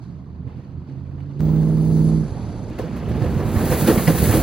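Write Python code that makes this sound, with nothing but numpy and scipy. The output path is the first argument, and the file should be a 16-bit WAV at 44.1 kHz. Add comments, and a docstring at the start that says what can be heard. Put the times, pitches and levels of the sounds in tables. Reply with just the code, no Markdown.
"""A far V8 hum throbs across a sandy clearing: a pickup rolling over bumps. It is heard from three
microphone positions, joined end to end: far off, under full throttle then coasting, and close by over ruts.
Firing pulses make the exhaust note and burble, tyres churn sand and gravel, fan and intake hiss, and two
thin whistles sound under full throttle. Close up, sand sprays, the chassis knocks and loose steel clanks.
The microphone is a phone's pair of ports."""
import sys
import numpy as np
from scipy import signal
from scipy.fft import rfft, irfft, next_fast_len
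from scipy.io import wavfile
from scipy.ndimage import uniform_filter1d

SR = 44100
rng = np.random.default_rng(int(sys.argv[2]) if len(sys.argv) > 2 else 0)


def store_pcm(level_fs):
    """Save levels as 16-bit WAV."""
    pcm = np.round(np.clip(level_fs, -1, 1) * 32767).astype(np.int16)
    wavfile.write(sys.argv[1], SR, np.atleast_2d(pcm).T)


N = 195272

FAR, PULL, NEAR = 0, 1, 2  # microphone positions, in order
FAR_END_S, NEAR_START_S = 1.4, 2.699
DULL_PER_DB, CLEAR_DB = 0.3035, -37  # hiss tilts down this many dB/octave per dB below CLEAR_DB

# Levels at the microphone, one list a position: t/s, exhaust/dB, tyres/dB, hiss/dB
LEVELS = [
    [(0.0, -31, -61, -69.5), (0.42, -30.5, -55, -73.5), (0.83, -29.5, -55, -72), (1.39, -29.5, -56.5, -69)],
    [(1.404, -19.5, -37, -56.5), (1.44, -16, -35, -56.5), (1.87, -17, -36.5, -53),
     (1.96, -14.5, -36.5, -51), (2.15, -15, -35.5, -51), (2.21, -18.5, -38.5, -54),
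     (2.265, -27.5, -37.5, -54.5), (2.68, -28, -37.5, -55.5)],
    [(2.72, -28.5, -40.5, -54), (3.05, -29.5, -34, -50), (3.11, -22.5, -39, -50.5),
     (3.19, -23.5, -31.5, -46), (3.24, -27.5, -31.5, -45), (3.3, -21, -33, -43.5), (3.41, -22.5, -32, -43),
     (3.5, -21.5, -31.5, -38.5), (3.62, -18.5, -25.5, -33), (3.75, -24.5, -27.5, -29),
     (3.95, -20.5, -22.5, -28), (4.06, -23, -29, -29.5), (4.15, -20.5, -33.5, -28.5),
     (4.25, -17.5, -27.5, -25), (4.33, -20, -30.5, -27), (4.42, -17.5, -26.5, -28)],
]
# Bumps taken far off: t/s, tyre rise/dB, hiss rise/dB, crunch rise/dB, decay time/s
FAR_BUMPS = [(0.0, 3.5, 13.5, -12, 0.062), (0.45, 10, 7, 13.5, 0.16), (.56, 1, 6, 3, 0.09),
             (0.863, 4.5, 6.5, 9.5, 0.095), (1.041, 2.5, 2, 8, 0.091), (1.169, 8.5, 3, 11.5, 0.082),
             (1.28, 2, 4, 5, .08), (1.36, -9, 6.5, 11, 0.073)]
# Spectrum of fan and intake from afar: f/Hz, level/dB
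FAN_SPECTRUM = [(1500, -2), (3000, -5.5), (4600, 7), (5200, -2.5), (6300, 3.5), (7800, 1), (8700, -7),
                (10200, 1), (11600, -10.5), (13500, -8), (15000, -15), (16500, -29)]
# Spectrum of flying sand close by: f/Hz, level/dB
SAND_SPECTRUM = [(1500, 12.5), (3000, 1), (4400, 3), (5300, -5), (6300, -0.5), (7100, 2.5), (11700, 2),
                 (12800, 5.5), (13800, 2), (14600, 4), (16500, 1)]
# Sand thrown from the ruts: t/s, level/dB, t60/s
SAND_PUFFS = [(2.786, -29.5, 0.042), (2.96, -43, 0.14), (3.085, -41, 0.13), (3.554, -40.5, 0.66),
              (3.717, -26.5, 0.23), (3.871, -20.5, 0.26), (3.975, -31, 0.091), (4.075, -20, 0.12),
              (4.179, -25, 0.11), (4.252, -35, 0.14), (4.309, -27, 0.29)]
# Spectrum of gravel under the wheels: f/Hz, level/dB
GRAVEL_SPECTRUM = [(400, -23), (800, 2), (1500, -5.5), (2800, -6), (4000, -20.5), (6000, -31)]
# Gravel crunch as the pickup nears: t/s, level/dB
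NEAR_CRUNCH = [(2.7, -53), (2.95, -49.5), (3.2, -47), (3.6, -46.5), (4.43, -39.5)]
# Spectrum of tread churning sand: f/Hz, level/dB
TYRE_SPECTRUM = [(120, -18.5), (200, -2.5), (232, 1.5), (284, -4), (419, -3.5), (889, -14.5), (1790, -26.5),
                 (3530, -36.5), (5200, -47), (8800, -120)]
# Two whistles at the middle position: t/s, lower whistle/dB, upper whistle/dB
WHISTLE_LEVELS = [(1.41, -85, -55), (1.55, -71.5, -60), (1.7, -64.5, -64.5), (2.04, -59, -59),
                  (2.085, -54, -65), (2.12, -72, -80), (2.3, -67, -93), (2.6, -83, -96)]
# Modes of loose steel in the bed: f/Hz, level/dB, t60/s
STEEL_MODES = [(1037, -11.5, 0.2), (1686, -13, 0.085), (1974, -4.5, 0.049), (2300, -7.5, 0.02),
               (2840, -9, 0.025), (4440, -15, 0.021)]
# Strikes of that steel: t/s, level/dB, pitch ratio of the spot struck
CLANKS = [(2.788, -41, 1), (3.72, -41, 0.71), (3.863, -23, .85), (3.886, -41, .76), (3.978, -22.5, 1.1),
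          (4.0726, -19.5, 0.91), (4.0766, -17, 1), (4.086, -28, 1.0), (4.255, -23.5, 1.1),
          (4.33, -28, 1.02)]
# Body panel resonances: f/Hz, width/Hz, relative level/dB
PANEL_MODES = [(319, 18, 7.5), (443, 4.1, -2), (500, 54, 9), (738, 21, -1.5), (1090, 250, -7.5),
               (1770, 160, -11.5), (3120, 2300, -41)]
# Chassis knocks over ruts: t/s, rattle/dB, thud/dB, thud f/Hz, rattle tilt/(dB/octave), rattle t60/s
KNOCKS = [(2.786, -16, -22, 109.4, 0, 0.043), (2.796, -14.5, -12.5, 398, 1, 0.05),
          (2.808, -24, -33, 682, -3.5, 0.28), (2.844, -48, -15.5, 158, 4, 0.095),
          (3.074, -29, -14.5, 76.3, 4, 0.17), (3.111, -23, -7, 124.3, 2, 0.076),
          (3.151, -33, -12.5, 149.6, 12, 0.12), (3.216, -20, -9, 117, 4.5, 0.12),
          (3.237, -18.5, -22, 264, -4, 0.11), (3.258, -25, -11.5, 76.7, -2, 0.2),
          (3.367, -27, -13, 138.6, -2, .14), (3.398, -21, -18.5, 93, 3, 0.19),
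          (3.519, -25, -12, 90.2, -1, .1), (3.56, -39, -8, 76.3, -9, 0.075),
          (3.55, -25.5, -20.5, 220.6, 9.5, 0.98), (3.609, -25, -8, 144.5, -8, 0.035),
          (3.711, -12, -18, 145.6, 3.5, 0.21), (3.819, -24, -5.5, 149.4, -4, 0.071),
          (3.845, -32, -9.5, 180, 8, 0.062), (3.87, -9, -7, 226, -5.5, 0.21),
          (3.885, -8.5, -16, 286, -1, 0.098), (3.9, -10.5, -13, 428, -2, 0.14),
          (3.923, -21.5, -17, 338, 1, 0.12), (3.974, -26, 3.5, 185, 1, 0.049),
          (3.994, -20, -9, 152, 10.5, 0.1), (4.077, -9, -1.5, 165.8, 0.5, 0.18),
          (4.099, -13, -8.5, 257, -7, 0.054), (4.145, -16.5, -17, 166, 3, 0.14),
          (4.253, -23, -19, 196, 12, 0.096), (4.289, -15.5, -10, 103.6, 5, 0.4),
          (4.336, -10, -5.5, 259, -2, 0.085), (4.346, -15, -15.5, 525, -9, 0.14),
          (4.366, -15, -18.5, 119, -12, 0.093)]
# Engine speed, one cycle being two crank turns: t/s, cycle f/Hz
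ENGINE_SPEED = [(0, 14.6), (.55, 16.3), (.86, 16.4), (1.395, 17.9), (1.4, 19.6), (1.72, 19.66),
                (1.82, 19.8), (2.17, 19.8), (2.25, 19.2), (2.3, 16.5), (2.45, 14.1), (2.69, 14), (2.71, 16),
                (4.43, 20)]
# Exhaust orders; uneven firing within each bank stresses 3, 5, 8, 11 and 13:
# multiple of the cycle, relative level far off/dB, relative level at the other positions/dB
ORDERS = [(2, -29, -41.5), (3.023, -6.5, -12.5), (4.02, -25, -32), (5.006, 8.5, -18.5), (5.8, -10, -40.5),
          (7.5, -29.5, -37.5), (8.014, 10, 2), (9, -11.5, -23), (10, -39, -19.5), (11, -6, -7.5),
          (12.9, -11.5, -12.5), (15, -22.5, -46), (15.97, -3, -13), (16.95, -6.5, -22), (18.93, -8.5, -25),
          (20.17, -8.5, -56), (20.93, -35.5, -19.5), (22.13, -12.5, -43), (23.94, -37, -23),
          (26.3, -24.5, -38), (27.2, -23, -35), (29.1, -17.5, -33.5), (32, -47.5, -32.5)]
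# Throb of the far hum: t/s, orders under 8/dB, orders from 8 up/dB
FAR_THROB = [(0, -10.5, -7.5), (.3, -4.5, -4), (.37, 0.5, -4), (.42, -2.5, -6.5), (.47, -2, 8),
             (.526, 3.5, -9.5), (.59, -7, 2), (.68, -17, -10.5), (.78, 1.5, 1.5), (.835, -6, -8.5),
             (.89, -15.5, 3), (1.04, 2.5, -4), (1.17, 4.5, 1), (1.27, -0.5, 2), (1.315, -9, 1),
             (1.39, -4, 4.5)]
# Spectrum of the exhaust burble, one list a position: f/Hz, level/dB
BURBLE_SPECTRA = [
    [(18, -59), (30, -31.5), (70, -20.5), (140, -4), (161, -5.5), (292, -18.5), (389, -26.5), (436, -36),
     (587, -37), (900, -38), (1170, -41), (1980, -120)],
    [(18, -34.5), (30, -1), (118, 2), (243, -4), (280, -11), (389, -21.5), (517, -23), (687, -24.5),
     (900, -21.5), (1170, -47), (1980, -120)],
    [(18, -36), (30, -16), (65, 3), (173, 0.5), (226, 0.5), (288, -8), (318, -4.5), (423, -13.5),
     (900, -25.5), (1170, -74.5), (1980, -120)],
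]
# Phase lead of the left port: f/Hz, lead/rad
LEFT_LEAD = [(0, 0), (1800, -.5), (2600, 0), (4450, -.1), (5400, -2.2), (6300, -1.6), (7900, -2.6),
             (8650, -3.14), (10650, -6.1), (11400, -6.5), (12500, -8.5), (13450, -9.42), (15500, -12.4),
             (16600, -12.6)]
# Left port's level over the right: f/Hz, level/dB
LEFT_LEAN = [(60, -1.5), (120, -8), (250, -1.5), (700, -1.5), (1500, 0), (3000, -1), (4450, -2.5),
             (5000, -8.5), (6300, -4), (7500, 5), (16000, -2)]
# Likeness of the two ports: f/Hz, coherence (0-1)
COHERENCE = [(30, .88), (70, .93), (150, .995), (300, .995), (500, .97), (1200, .95), (2500, .985),
             (3300, .93), (4400, .98), (5200, .65), (6500, .75), (8600, .99), (9700, .9), (11000, .99),
             (12000, .9), (13450, .995), (14600, .92), (15700, .99)]
# Distance scatters the mids, bearing turns the low treble: t/s, coherence lost (0-1), extra lead/rad
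BEARING = [(1.39, 0.53, -0.52), (1.41, 0.099, -0.31), (2.69, 0.12, -0.27), (2.71, 0.16, 0.34),
           (3.4, .02, 0)]
# Those two bands: f/Hz, weight
MIDS = [(480, 0), (700, 1), (3200, 1), (4200, 0)]
LOW_TREBLE = [(4500, 0), (5000, 1), (7700, 1), (9000, 0)]
# Snaps where the wave jumps between positions: t/s, level/dB
JOIN_SNAPS = [(1.395, -36), (1.4063, -24), (2.7008, -30.5)]


def gain_of(db):
    """Decibels to gain."""
    return 10 ** (np.asarray(db) / 20)


def unit_rms(x):
    """Scales to rms 1."""
    return x / np.sqrt(np.mean(x ** 2) + 1e-20)


def at_hz(points, hz):
    """Reads a spectrum on a log-frequency axis."""
    f, value = np.transpose(points)
    return np.interp(np.log(hz + 1), np.log(f + 1), value)


def curves(rows, t):
    """Each column of a table as a curve over the times t."""
    times, *columns = np.transpose(rows)
    return [np.interp(t, times, column) for column in columns]


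def coloured(x, spectrum):
    """Gives x the spectrum through a minimum-phase filter, at rms 1."""
    db = np.maximum(at_hz(spectrum, abs(np.fft.fftfreq(8192, 1 / SR))), -100)
    response = np.exp(np.conj(signal.hilbert(np.log(gain_of(db)))))
    taps = np.fft.ifft(response).real[:4096]
    return unit_rms(signal.oaconvolve(x, taps)[:len(x)])


def resonate(x, hz, width_hz):
    """A resonance that can glide: shifts hz down to zero, smooths, and shifts back."""
    carrier = np.exp(2j * np.pi * np.cumsum(hz * np.ones(len(x))) / SR)
    pole = np.exp(-np.pi * width_hz / SR)
    return 2 * (carrier * signal.lfilter([1 - pole], [1, -pole], x / carrier)).real


def wander(samples):
    """Random drift of rms 1, smooth over the given span."""
    return unit_rms(uniform_filter1d(uniform_filter1d(rng.standard_normal(N), samples), samples))


def grit(per_s, spread_db, bed):
    """Grains of random size over a bed of even noise."""
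    sizes = gain_of(spread_db * np.minimum(rng.exponential(1, N), 5))
    hits = rng.random(N) < per_s / SR
    return unit_rms(bed * rng.standard_normal(N) + unit_rms(sizes * hits * rng.choice([-1, 1], N)))


def tilted(t, x, tilt):
    """Tilts the treble about 5 kHz by a moving number of dB per octave."""
    hz, frames, spectra = signal.stft(x, SR, nperseg=256)
    octaves = np.log2(np.maximum(hz, 1000) / 5000)[:, None]
    return signal.istft(spectra * gain_of(octaves * np.interp(frames, t, tilt)), SR, nperseg=256)[1][:N]


def jolt(since, t60, rise_s=0.0027):
    """Quick rise, then an exponential fall."""
    return (1 - np.exp(-since / rise_s)) * gain_of(-60 * since / t60)


def far_bumps(t, rise_s=0.028):
    """Tyres, hiss and crunch flare at each distant bump: three curves in dB."""
    start, *rises_db, decay_s = np.transpose(FAR_BUMPS)[:, :, None]
    since = np.maximum(t - start, 0)
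    flare = np.minimum(since / rise_s, 1) * np.exp(-since / decay_s) * (t < FAR_END_S)
    return [(db * flare).sum(0) for db in rises_db]


def hiss(t, level_db, extra_tilt):
    """Fan and intake from afar, spraying sand close by; the air dulls both with distance."""
    tilt = DULL_PER_DB * (level_db - CLEAR_DB) + extra_tilt
    sand_share = np.clip(.4 + .68 * (t - NEAR_START_S), 0, .96) * (t > NEAR_START_S)
    grains = grit(per_s=5000, spread_db=-2.0, bed=1.42)
    fan = (1 - sand_share) * coloured(grains, FAN_SPECTRUM)
    sand = sand_share * coloured(grains, SAND_SPECTRUM)
    return gain_of(level_db + 0.98 * wander(samples=600)) * tilted(t, fan + sand, tilt)


def whistles(t, upper_hz=15450):
    """Two thin whistles under full throttle; the lower sags and both fade just before it closes."""
    lower_db, upper_db = curves(WHISTLE_LEVELS, t)
    lower_hz = np.interp(t, (2.07, 2.18), (10520, 10130))
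    sounding = (t > WHISTLE_LEVELS[0][0]) & (t < WHISTLE_LEVELS[-1][0])
    air = rng.standard_normal(N)
    lower = unit_rms(resonate(resonate(air, lower_hz, 280), lower_hz, 280))
    upper = unit_rms(resonate(resonate(air, upper_hz, 600), upper_hz, 600))
    return sounding * (gain_of(lower_db) * lower + gain_of(upper_db) * upper)


def puff_gain(t):
    """Envelope of all the sand puffs together."""
    return sum(gain_of(db) * jolt(np.maximum(t - start, 0), t60) for start, db, t60 in SAND_PUFFS)


def gravel_crunch(t, rise_db, far_db=-71, puff_db=-11.5):
    """Gravel cracks in clumps under the wheels: far off, close by, and with each puff of sand."""
    grains = coloured(grit(per_s=900, spread_db=1.1, bed=.9), GRAVEL_SPECTRUM)
    clumps = gain_of(2 * wander(samples=350))
    far = (t < FAR_END_S) * gain_of(far_db + rise_db)
    near = (t > NEAR_START_S) * gain_of(curves(NEAR_CRUNCH, t)[0])
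    return (far + near + gain_of(puff_db) * puff_gain(t)) * clumps * grains


def sand_puffs(t, hiss_db):
    """Sand bursts from under the wheels, dulled less by distance than the hiss is."""
    grains = coloured(grit(per_s=4500, spread_db=1.5, bed=1.4), SAND_SPECTRUM)
    tilt = 0.43 * DULL_PER_DB * np.minimum(hiss_db - CLEAR_DB, 0)
    return tilted(t, grains, tilt) * puff_gain(t)


def tyres(level_db):
    """Tread blocks crush and churn the sand in lumps."""
    lumps = gain_of(level_db + 0.97 * wander(samples=500))
    return lumps * coloured(grit(per_s=1700, spread_db=-1.5, bed=1.7), TYRE_SPECTRUM)


def steel_clanks(rise_s=.0004):
    """Loose steel jumps in the bed and rings briefly, close to the microphone."""
    out, since = np.zeros(N + SR), np.arange(SR // 8) / SR
    hz, mode_db, t60 = np.transpose(STEEL_MODES)[:, :, None]
    phases = rng.random((len(CLANKS), len(STEEL_MODES), 1))
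    for (start, db, ratio), phase in zip(CLANKS, phases):
        modes = gain_of(db + mode_db - 60 * since / t60) * np.sin(2 * np.pi * (hz * ratio * since + phase))
        out[round(start * SR):][:len(since)] += np.minimum(since / rise_s, 1) * modes.sum(0)
    return out[:N]


def chassis_knocks():
    """Close by, each rut rings the frame low, and strikes and rattles the panels."""
    out, since = np.zeros(N + SR), np.arange(SR // 2) / SR
    panel_hz, width_hz, panel_db = np.transpose(PANEL_MODES)[:, :, None]
    shaken = np.array([unit_rms(resonate(rng.standard_normal(N + SR), f, w)) for f, w, _ in PANEL_MODES])
    detunes = rng.uniform(.96, 1.04, (len(KNOCKS), len(PANEL_MODES), 1))
    for (start, rattle_db, thud_db, thud_hz, tilt, t60), detune in zip(KNOCKS, detunes):
        span = slice(round(start * SR), round(start * SR) + len(since))
        share = gain_of(panel_db + tilt * np.log2(panel_hz / 500))
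        struck = 0.5 * np.exp(-np.pi * width_hz * since) * np.sin(2 * np.pi * panel_hz * detune * since)
        rattle = (share / share.sum() * (struck + jolt(since, t60) * shaken[:, span])).sum(0)
        thud = jolt(since, 0.78 * t60) * np.sin(2 * np.pi * thud_hz * since)
        out[span] += gain_of(rattle_db) * rattle + gain_of(thud_db) * thud
    return out[:N]


def exhaust_note(t, position, cycles, far_waver_db=2.2, pull_waver_db=.7):
    """Wavering orders of the firing cycle: a throbbing hum far off, a steadier note after that."""
    far, pull = np.zeros((2, N))
    throb_db = curves(FAR_THROB, t)
    for order, far_db, pull_db in ORDERS:
        lag = np.pi * order ** 2 / 16  # the pipes spread the side orders; multiples of 8 stay in step
        tone = np.cos(2 * np.pi * order * cycles + lag + .11 * wander(samples=2500))
        waver = wander(samples=2500)
        far += gain_of(far_db + throb_db[int(order >= 8)] + far_waver_db * waver) * tone
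        pull += gain_of(pull_db + pull_waver_db * waver) * tone
    return np.where(position == FAR, unit_rms(far), unit_rms(pull))


def exhaust_burble(position, cycles):
    """Eight firings a cycle, uneven in timing and strength, sound through the pipes."""
    firings = np.diff(np.floor(8 * cycles + .25 * wander(samples=150)), prepend=0) > 0
    pulses = firings * rng.standard_normal(N) * gain_of(1.5 * wander(samples=700))
    pulses += .09 * rng.standard_normal(N)
    return np.choose(position, [coloured(pulses, spectrum) for spectrum in BURBLE_SPECTRA])


def exhaust(t, position, throttle, level_db):
    """The V8's tailpipe: the rougher the firing, the more burble and the less note."""
    cycles = np.cumsum(curves(ENGINE_SPEED, t)[0]) / SR
    far_roughness = np.interp(t, [0, 1.05], [.52, .38])
    pull_roughness = np.interp(throttle, [0, 1], [.85, .16])
    roughness = np.choose(position, [far_roughness, pull_roughness, .97])
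    note = np.sqrt(1 - roughness ** 2) * exhaust_note(t, position, cycles)
    burble = roughness * exhaust_burble(position, cycles)
    return gain_of(level_db) * (note + burble)


def pickup(t, lift_s=2.21, closing_s=.09):
    """All the pickup sends to the microphone; the throttle starts to close at lift_s."""
    position = np.searchsorted([FAR_END_S, NEAR_START_S], t)
    throttle = (position == PULL) * np.clip(1 - (t - lift_s) / closing_s, 0, 1)
    exhaust_db, tyre_db, hiss_db = curves(sum(LEVELS, []), t)
    tyre_rise, hiss_rise, crunch_rise = far_bumps(t)
    hiss_tilt = 3 * throttle + 1.9 * (position == PULL)  # dB/octave; some brightness stays while coasting
    return (exhaust(t, position, throttle, exhaust_db) + tyres(tyre_db + tyre_rise)
            + hiss(t, hiss_db + hiss_rise, hiss_tilt) + gravel_crunch(t, crunch_rise)
            + chassis_knocks() + steel_clanks() + sand_puffs(t, hiss_db) + whistles(t))


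def scene():
    """The pickup at two ports that differ in phase and level; the right also takes scattered sound."""
    t = np.arange(N) / SR
    direct = pickup(t)
    hz, frames, spectra = signal.stft(direct, SR, nperseg=512)
    scrambled = spectra * np.exp(2j * np.pi * rng.random(spectra.shape))
    scattered = signal.istft(scrambled, SR, nperseg=512)[1][:N]
    lost, extra_lead = curves(BEARING, frames)
    coherence = np.clip(at_hz(COHERENCE, hz)[:, None] * (1 - np.outer(at_hz(MIDS, hz), lost)), 0, 1)
    scatter_gain = np.sqrt(3 * (1 - coherence ** 2))  # 3: random phases lose power in the overlap
    mixed = coherence * spectra + scatter_gain * signal.stft(scattered, SR, nperseg=512)[2]
    bearing_lag = np.exp(-1j * np.outer(at_hz(LOW_TREBLE, hz), extra_lead))
    right = signal.istft(mixed * bearing_lag, SR, nperseg=512)[1][:N]
    size = next_fast_len(N + 2048)
    bin_hz = np.fft.rfftfreq(size, 1 / SR)
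    lead = np.interp(bin_hz, *np.transpose(LEFT_LEAD))
    lean = gain_of(at_hz(LEFT_LEAN, bin_hz) / 2) * np.exp(.5j * lead)  # half to each port
    return irfft(np.array([rfft(direct, size) * lean, rfft(right, size) / lean]), size)[:, :N]


def record(dry, self_noise_db=-85, gap_s=(2.697, 2.7012), edge_hz=15850):
    """The phone: self-noise, rumble cut, a gap and snaps at the joins, soft overload, band limit."""
    t = np.arange(N) / SR
    rumble_cut = signal.butter(N=4, Wn=38., btype="high", fs=SR, output="sos")
    ports = signal.sosfilt(rumble_cut, dry + gain_of(self_noise_db) * rng.standard_normal(dry.shape))
    ports *= np.clip(np.maximum(gap_s[0] - t, t - gap_s[1]) / .0004, 0, 1)  # a blink of silence
    for start, db in JOIN_SNAPS:
        ports += (t > start) * gain_of(db) * np.exp(-abs(t - start) / .003)
    ports = 1.4 * np.tanh(ports / 1.4)  # the loudest thuds are rounded off
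    band_limit = signal.firwin(1023, edge_hz, window=("kaiser", 9), fs=SR)
    return signal.oaconvolve(ports, band_limit[None], "same")


dry = scene()
out = record(dry)
store_pcm(out)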